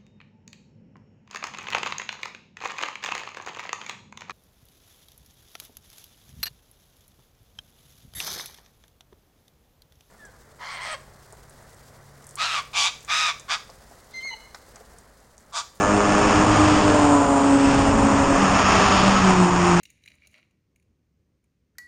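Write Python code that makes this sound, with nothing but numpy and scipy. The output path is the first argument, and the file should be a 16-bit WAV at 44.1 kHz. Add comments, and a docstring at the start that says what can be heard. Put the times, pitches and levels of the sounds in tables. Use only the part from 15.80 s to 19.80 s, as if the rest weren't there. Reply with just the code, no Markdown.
"""Beside a race track, three cars pass a small camera: a six-cylinder, then two four-cylinders.
Each engine's firing makes a note that drops as the car goes by and flutters as echoes from the track
and grandstand mix with it. Tyres and air roar underneath. The camera samples the sound coarsely,
which mirrors it upward into a gritty treble."""
import sys
import numpy as np
from scipy.fft import rfft, irfft, next_fast_len
from scipy.io import wavfile
from scipy.ndimage import map_coordinates

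SR = 44100
rng = np.random.default_rng(int(sys.argv[2]) if len(sys.argv) > 2 else 0)


def unload_audio(sound):
    """Save the sound as a 16-bit wav file, at the path given as the first command line argument."""
    columns = np.transpose(np.atleast_2d(sound))
    # keep every value between -1 and 1, then stretch to whole-number steps
    steps = np.round(np.clip(columns, -1, 1) * 32767)
    wavfile.write(sys.argv[1], SR, steps.astype(np.int16))


N = 176400
T = np.arange(N) / SR
NOTE_FLUTTER = 0.16  # strength of the echoes next to the direct sound

# Tone of the exhaust's rasp: pitch_hz, level_db
RASP_TONE = [(200, -11), (600, 3), (1200, -0.5), (2000, -12), (2700, -11), (4000, -37)]
# How the last car goes by: passing_s, coming_turns_per_s, going_turns_per_s, glide_s
LAST_CAR_PASS = (3.47, 100.2, 87.6, 0.212)


def amp(db):
    """Turn decibels into a number to multiply a sound by."""
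    return 10 ** (np.asarray(db) / 20)


def unit(x):
    """Scale a signal to an average power of 1."""
    return x / np.sqrt(np.mean(np.abs(x) ** 2) + 1e-20)


def level(rows):
    """Join (time_s, level_db) points into a volume curve."""
    return amp(np.interp(T, *np.transpose(rows)))


def wobble(rate):
    """A smooth random curve through `rate` points a second."""
    return map_coordinates(rng.standard_normal(2048), [T * rate], mode="wrap")


def filtered(x, response):
    """Turn each pitch in x up or down by response(hz)."""
    size = next_fast_len(N + 8192)
    return irfft(rfft(x, size) * response(np.fft.rfftfreq(size, 1 / SR)), size)[:N]


def noise(tone):
    """Noise shaped by (pitch_hz, level_db) points."""
    pitches, db = np.transpose(tone)
    white = rng.standard_normal(N)
    return unit(filtered(white, lambda hz: amp(np.interp(np.log(hz + 1), np.log(pitches), db))))


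def road():
    """Tyres and air rumble, roar, whir and hiss, swelling as the cars pass."""
    # Volume of each noise over time: time_s, level_db
    rumble_levels = [(0, -32), (.6, -23.5), (1.15, -24.5), (1.55, -31.5), (1.9, -24.5), (2.15, -22.5),
                     (2.8, -25.5), (3.5, -25.5), (4, -31)]
    roar_levels = [(0, -27), (.3, -23.5), (.85, -21), (1.05, -23), (1.27, -21.5), (1.6, -24), (1.88, -23),
                   (2.2, -21.5), (2.6, -20), (2.9, -20.5), (3.4, -20), (3.78, -20.5), (4, -19.5)]
    tyre_levels = [(0, -33.5), (.5, -24.5), (.66, -27), (.88, -24), (1.15, -29.5), (1.5, -39), (1.8, -30),
                   (1.95, -26.5), (2.15, -31.5), (2.5, -28), (2.88, -21.5), (3.17, -23), (3.5, -24.5),
                   (3.69, -30.5), (3.88, -26.5), (4, -27)]
    hiss_levels = [(0, -44.5), (.45, -42.5), (.92, -33), (1.5, -42.5), (1.95, -39), (2.4, -51), (2.8, -52),
                   (2.88, -37.5), (3.17, -26.5), (3.6, -41.5), (4, -47)]
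    # Tone of each noise: pitch_hz, level_db
    rumble_tone = [(15, -7.5), (35, 0.5), (60, 1.5), (100, 3), (160, 0), (300, 1.5), (500, -29),
                   (1000, -42.5)]
    roar_tone = [(120, -23), (300, -6.5), (480, -3), (750, 0), (1000, 1), (1300, -3.5), (1500, -9),
                 (2100, -19), (3800, -34)]
    tyre_tone = [(600, -24), (1300, 5), (1470, 0.5), (1800, 2), (2120, -2.5), (2600, 0.5), (3000, -4),
                 (3500, -9.5), (4000, -15.5)]
    whir_tone = [(650, -34), (780, -6.5), (950, -6.5), (1150, 10.5), (1330, 0.5), (1480, -26),
                 (2000, -45.5)]
    hiss_tone = [(1800, -20.5), (3000, -1), (3500, -4.5), (4000, -10)]
    # Tyre tread whirring as a car comes close: peak_s, width_s, level_db
    whirs = [(.8, 0.22, -27), (3.009, 0.39, -22.5)]
    rumble = level(rumble_levels) * noise(rumble_tone)
    gusts_db = .5 * wobble(20)
    roar = level(roar_levels) * amp(-0.64 + gusts_db + 0.34 * wobble(19)) * noise(roar_tone)
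    tyres = level(tyre_levels) * amp(-0.68 + gusts_db) * noise(tyre_tone)
    whir = sum(amp(db) * np.exp(-((T - s) / width) ** 2) for s, width, db in whirs) * noise(whir_tone)
    hiss = level(hiss_levels) * amp(3) * noise(hiss_tone)
    return rumble + roar + tyres + whir + hiss


def echoed_tone(angle, flutter):
    """One pure tone that flutters as shifting echoes add to the direct sound."""
    echoes = wobble(20) + 1j * wobble(20)  # complex numbers shift both volume and timing
    paths = unit(1 + flutter * echoes)
    offset = rng.normal(0, 1)  # radians: an engine's tones only roughly line up
    return np.sqrt(2) * np.real(paths * np.exp(1j * (angle + offset)))


def whine(pitch_hz=2679):
    """A thin whine of steady pitch that swells while the last car is near."""
    # The swell: peak_s, width_s, level_db
    swell = (3.0, 0.28, -34.5)
    peak_s, width_s, db = swell
    volume = amp(db) * np.exp(-np.abs(T - peak_s) / width_s)
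    return volume * echoed_tone(2 * np.pi * pitch_hz * T, NOTE_FLUTTER)


def crank_angle(car_pass, wander=0.00201):
    """How far the engine's shaft has turned, as heard: faster coming, slower going away."""
    passing_s, coming, going, glide_s = car_pass
    approaching = (1 - np.tanh((T - passing_s) / glide_s)) / 2
    turns_per_s = going + (coming - going) * approaching
    return 2 * np.pi * np.cumsum(turns_per_s * (1 + wander * wobble(14))) / SR


def overtones(angle, rows, flutter):
    """An engine's tones, each at a multiple of its turning speed."""
    return sum(amp(db) * echoed_tone(multiple * angle, flutter) for multiple, db in rows.items())


def swells(angle, rows):
    """Single engine tones that flare up and die away."""
    return sum(amp(db) * np.exp(-np.abs(T - s) / width) * echoed_tone(multiple * angle, NOTE_FLUTTER)
               for s, width, multiple, db in rows)


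def puffs(angle, tone, sharp):
    """One puff of gas noise each cycle; a higher `sharp` makes it shorter."""
    return unit(noise(tone) * np.exp(sharp * np.cos(angle)))


def firing_note(angle, levels, dips, flutter):
    """The note of the cylinders firing, with a faint gas buzz and any brief dips in volume."""
    # Tone of the buzz: pitch_hz, level_db
    buzz_tone = [(500, -21), (1200, -2), (2700, -12.5), (4000, -17.5)]
    outside_s = np.abs(T - np.clip(T, levels[0][0], levels[-1][0]))
    distance_db = 9.5 * outside_s  # beyond its volume curve, the car fades with distance
    dip_db = sum(depth * np.exp(-((T - s) / 0.018) ** 2) for s, depth in dips)
    buzz = amp(-24) * puffs(angle, buzz_tone, sharp=2.5)
    return level(levels) * amp(-distance_db - dip_db) * (echoed_tone(angle, flutter) + buzz)


def middle_car():
    """A quieter four-cylinder whose blurred note sinks as it passes and slows."""
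    # How it goes by: passing_s, coming_turns_per_s, going_turns_per_s, glide_s
    car_pass = (2.2, 127.5, 94.5, 0.33)
    # Volume of its note: time_s, level_db
    note_levels = [(0, -36), (1.6, -37.5), (2.0, -29), (2.2, -21.5), (2.45, -30.5), (2.618, -27),
                   (2.719, -21), (2.9, -30.5), (3.2, -25), (3.6, -37)]
    return firing_note(2 * crank_angle(car_pass), note_levels, dips=[], flutter=0.59)


def last_car():
    """A four-cylinder whose belts and gears whir as it comes and whose tailpipe drones as it leaves."""
    # Volume of the firing note, the nose and the tailpipe: time_s, level_db
    note_levels = [(2.7, -29.5), (3.0, -29), (3.2, -25), (3.46, -17), (3.55, -21.5), (3.63, -15.5),
                   (3.85, -21), (3.94, -18), (4, -20)]
    nose_levels = [(2.3, -63), (2.85, -31), (3.05, -29), (3.3, -35), (3.6, -60)]
    tail_levels = [(3.3, -68), (3.46, -26), (3.62, -26.5), (3.78, -25.5), (3.92, -22), (4, -24)]
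    # Tones from the nose and the tailpipe: cycles_per_turn, level_db
    nose_tones = {7.6: -2, 11.4: -10, 12.5: -4.5, 13.4: -3.1}
    tail_tones = {1: -12, 3: -16, 4: 0.73, 10: -16, 13: -12}
    # Brief dips in the note: time_s, depth_db
    dips = [(3.005, 5.6), (3.1, 2.6), (3.21, 6.4), (3.405, 9.7), (3.7, 10), (3.865, 4.6)]
    # Tones that flare as it nears: peak_s, width_s, cycles_per_turn, level_db
    flares = [(3.01, 0.17, 4, -27.5), (3.241, 0.093, 6, -27), (3.37, 0.046, 13.4, -24)]
    angle = crank_angle(LAST_CAR_PASS)
    firing = 2 * angle  # two cylinders fire each turn
    nose = level(nose_levels) * overtones(angle, nose_tones, flutter=1.0)
    tail = overtones(angle, tail_tones, flutter=0.22) + amp(-7) * puffs(firing, RASP_TONE, sharp=3.1)
    engine = nose + level(tail_levels) * tail + swells(angle, flares)
    return engine + firing_note(firing, note_levels, dips, NOTE_FLUTTER)


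def hollowed(x, time_s=3.5, pitch_hz=560, width_hz=160, level_db=-6):
    """The lower middle of the sound thins out as the last car draws away."""
    glide_s = LAST_CAR_PASS[3]
    gone = (1 + np.tanh((T - time_s) / glide_s)) / 2
    band = filtered(x, lambda hz: np.exp(-((hz - pitch_hz) / width_hz) ** 2))
    return x - (1 - amp(level_db)) * gone * band


def six_cylinder():
    """The first car rasps from its nose, then one row of its cylinders sounds from the tailpipe."""
    # How it goes by: passing_s, coming_turns_per_s, going_turns_per_s, glide_s
    car_pass = (1.26, 102.1, 92.2, .22)
    # Volume of the firing note, nose, tailpipe and the pipe's far-carrying drone: time_s, level_db
    note_levels = [(0, -29.5), (.14, -23), (.5, -22.5), (.68, -19.5), (.82, -14.5), (.95, -19),
                   (1.2, -19.5), (1.32, -15.5), (1.6, -21), (1.75, -14), (2.1, -23.5), (2.52, -20),
                   (2.7, -28), (3.0, -42)]
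    nose_levels = [(0, -26.5), (.25, -26.5), (.6, -27.5), (.9, -34), (1.15, -30), (1.4, -51), (1.8, -72)]
    tail_levels = [(.3, -52.5), (.55, -37.5), (1.0, -31), (1.22, -26.5), (1.55, -26.5), (1.9, -33),
                   (2.55, -37.5), (2.9, -57.5)]
    drone_levels = [(.3, -42.5), (1.0, -31.5), (1.2, -28.5), (1.55, -29), (1.95, -29.5), (2.55, -29),
                    (2.9, -55)]
    # Tones of the nose, tailpipe and drone: cycles_per_turn, level_db
    nose_tones = {1: -7.5, 2: -1, 4: -2.4, 5: -6, 6: -3.5, 7: -7, 8: -7.5, 9: -14.5, 11: -6, 12: -7, 13:
                  -10.5, 14: -11, 16: -14.5, 17: -10.5}
    tail_tones = {7.5: -2.5, 9: -4, 10.5: -4, 12: -12.5}
    drone_tones = {4.5: -3, 6: 0}
    # Brief dips in the note: time_s, depth_db
    dips = [(.075, 18), (.22, 26), (.33, 5.5), (.415, 4), (.515, 27.5), (.655, 10), (.765, 23), (.89, 6),
            (1.02, 21.5), (1.13, 4), (1.47, 10.5), (1.785, 6), (2.33, 3.5), (2.46, 16)]
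    # Tones that flare as it nears and passes: peak_s, width_s, cycles_per_turn, level_db
    flares = [(0.561, 0.041, 1, -28), (.78, 0.11, 1, -21), (1.151, 0.26, 1, -29), (.42, 0.17, 2, -36.5),
              (1.15, 0.067, 6, -20.5), (1.36, 0.16, 10.5, -31.5)]
    angle = crank_angle(car_pass)
    firing = 3 * angle  # three cylinders fire each turn
    nose = overtones(angle, nose_tones, flutter=0.34) + puffs(angle, RASP_TONE, sharp=3.3)
    tail = overtones(angle, tail_tones, flutter=0.34) + amp(-2) * puffs(firing, RASP_TONE, sharp=1.1)
    drone = overtones(angle, drone_tones, flutter=0.15)
    engine = level(nose_levels) * nose + level(tail_levels) * tail + level(drone_levels) * drone
    return engine + swells(angle, flares) + firing_note(firing, note_levels, dips, NOTE_FLUTTER)


def scene():
    """The three cars over the road noise, in one channel."""
    return (six_cylinder() + middle_car() + hollowed(last_car() + road()) + whine())[None]


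def record(dry):
    """The camera holds each coarse sample, which mirrors the sound around its sampling rate."""
    sample_hz, top_hz = 8000, 8850
    narrow = filtered(dry[0], lambda hz: hz < sample_hz / 2)
    mirrored = narrow * (1 + 2 * np.cos(2 * np.pi * sample_hz * T))
    held = filtered(mirrored, lambda hz: np.minimum(1, np.abs(hz - sample_hz) / (hz + 1)))
    return filtered(held, lambda hz: hz < top_hz)[None]


dry = scene()
out = record(dry)
unload_audio(out)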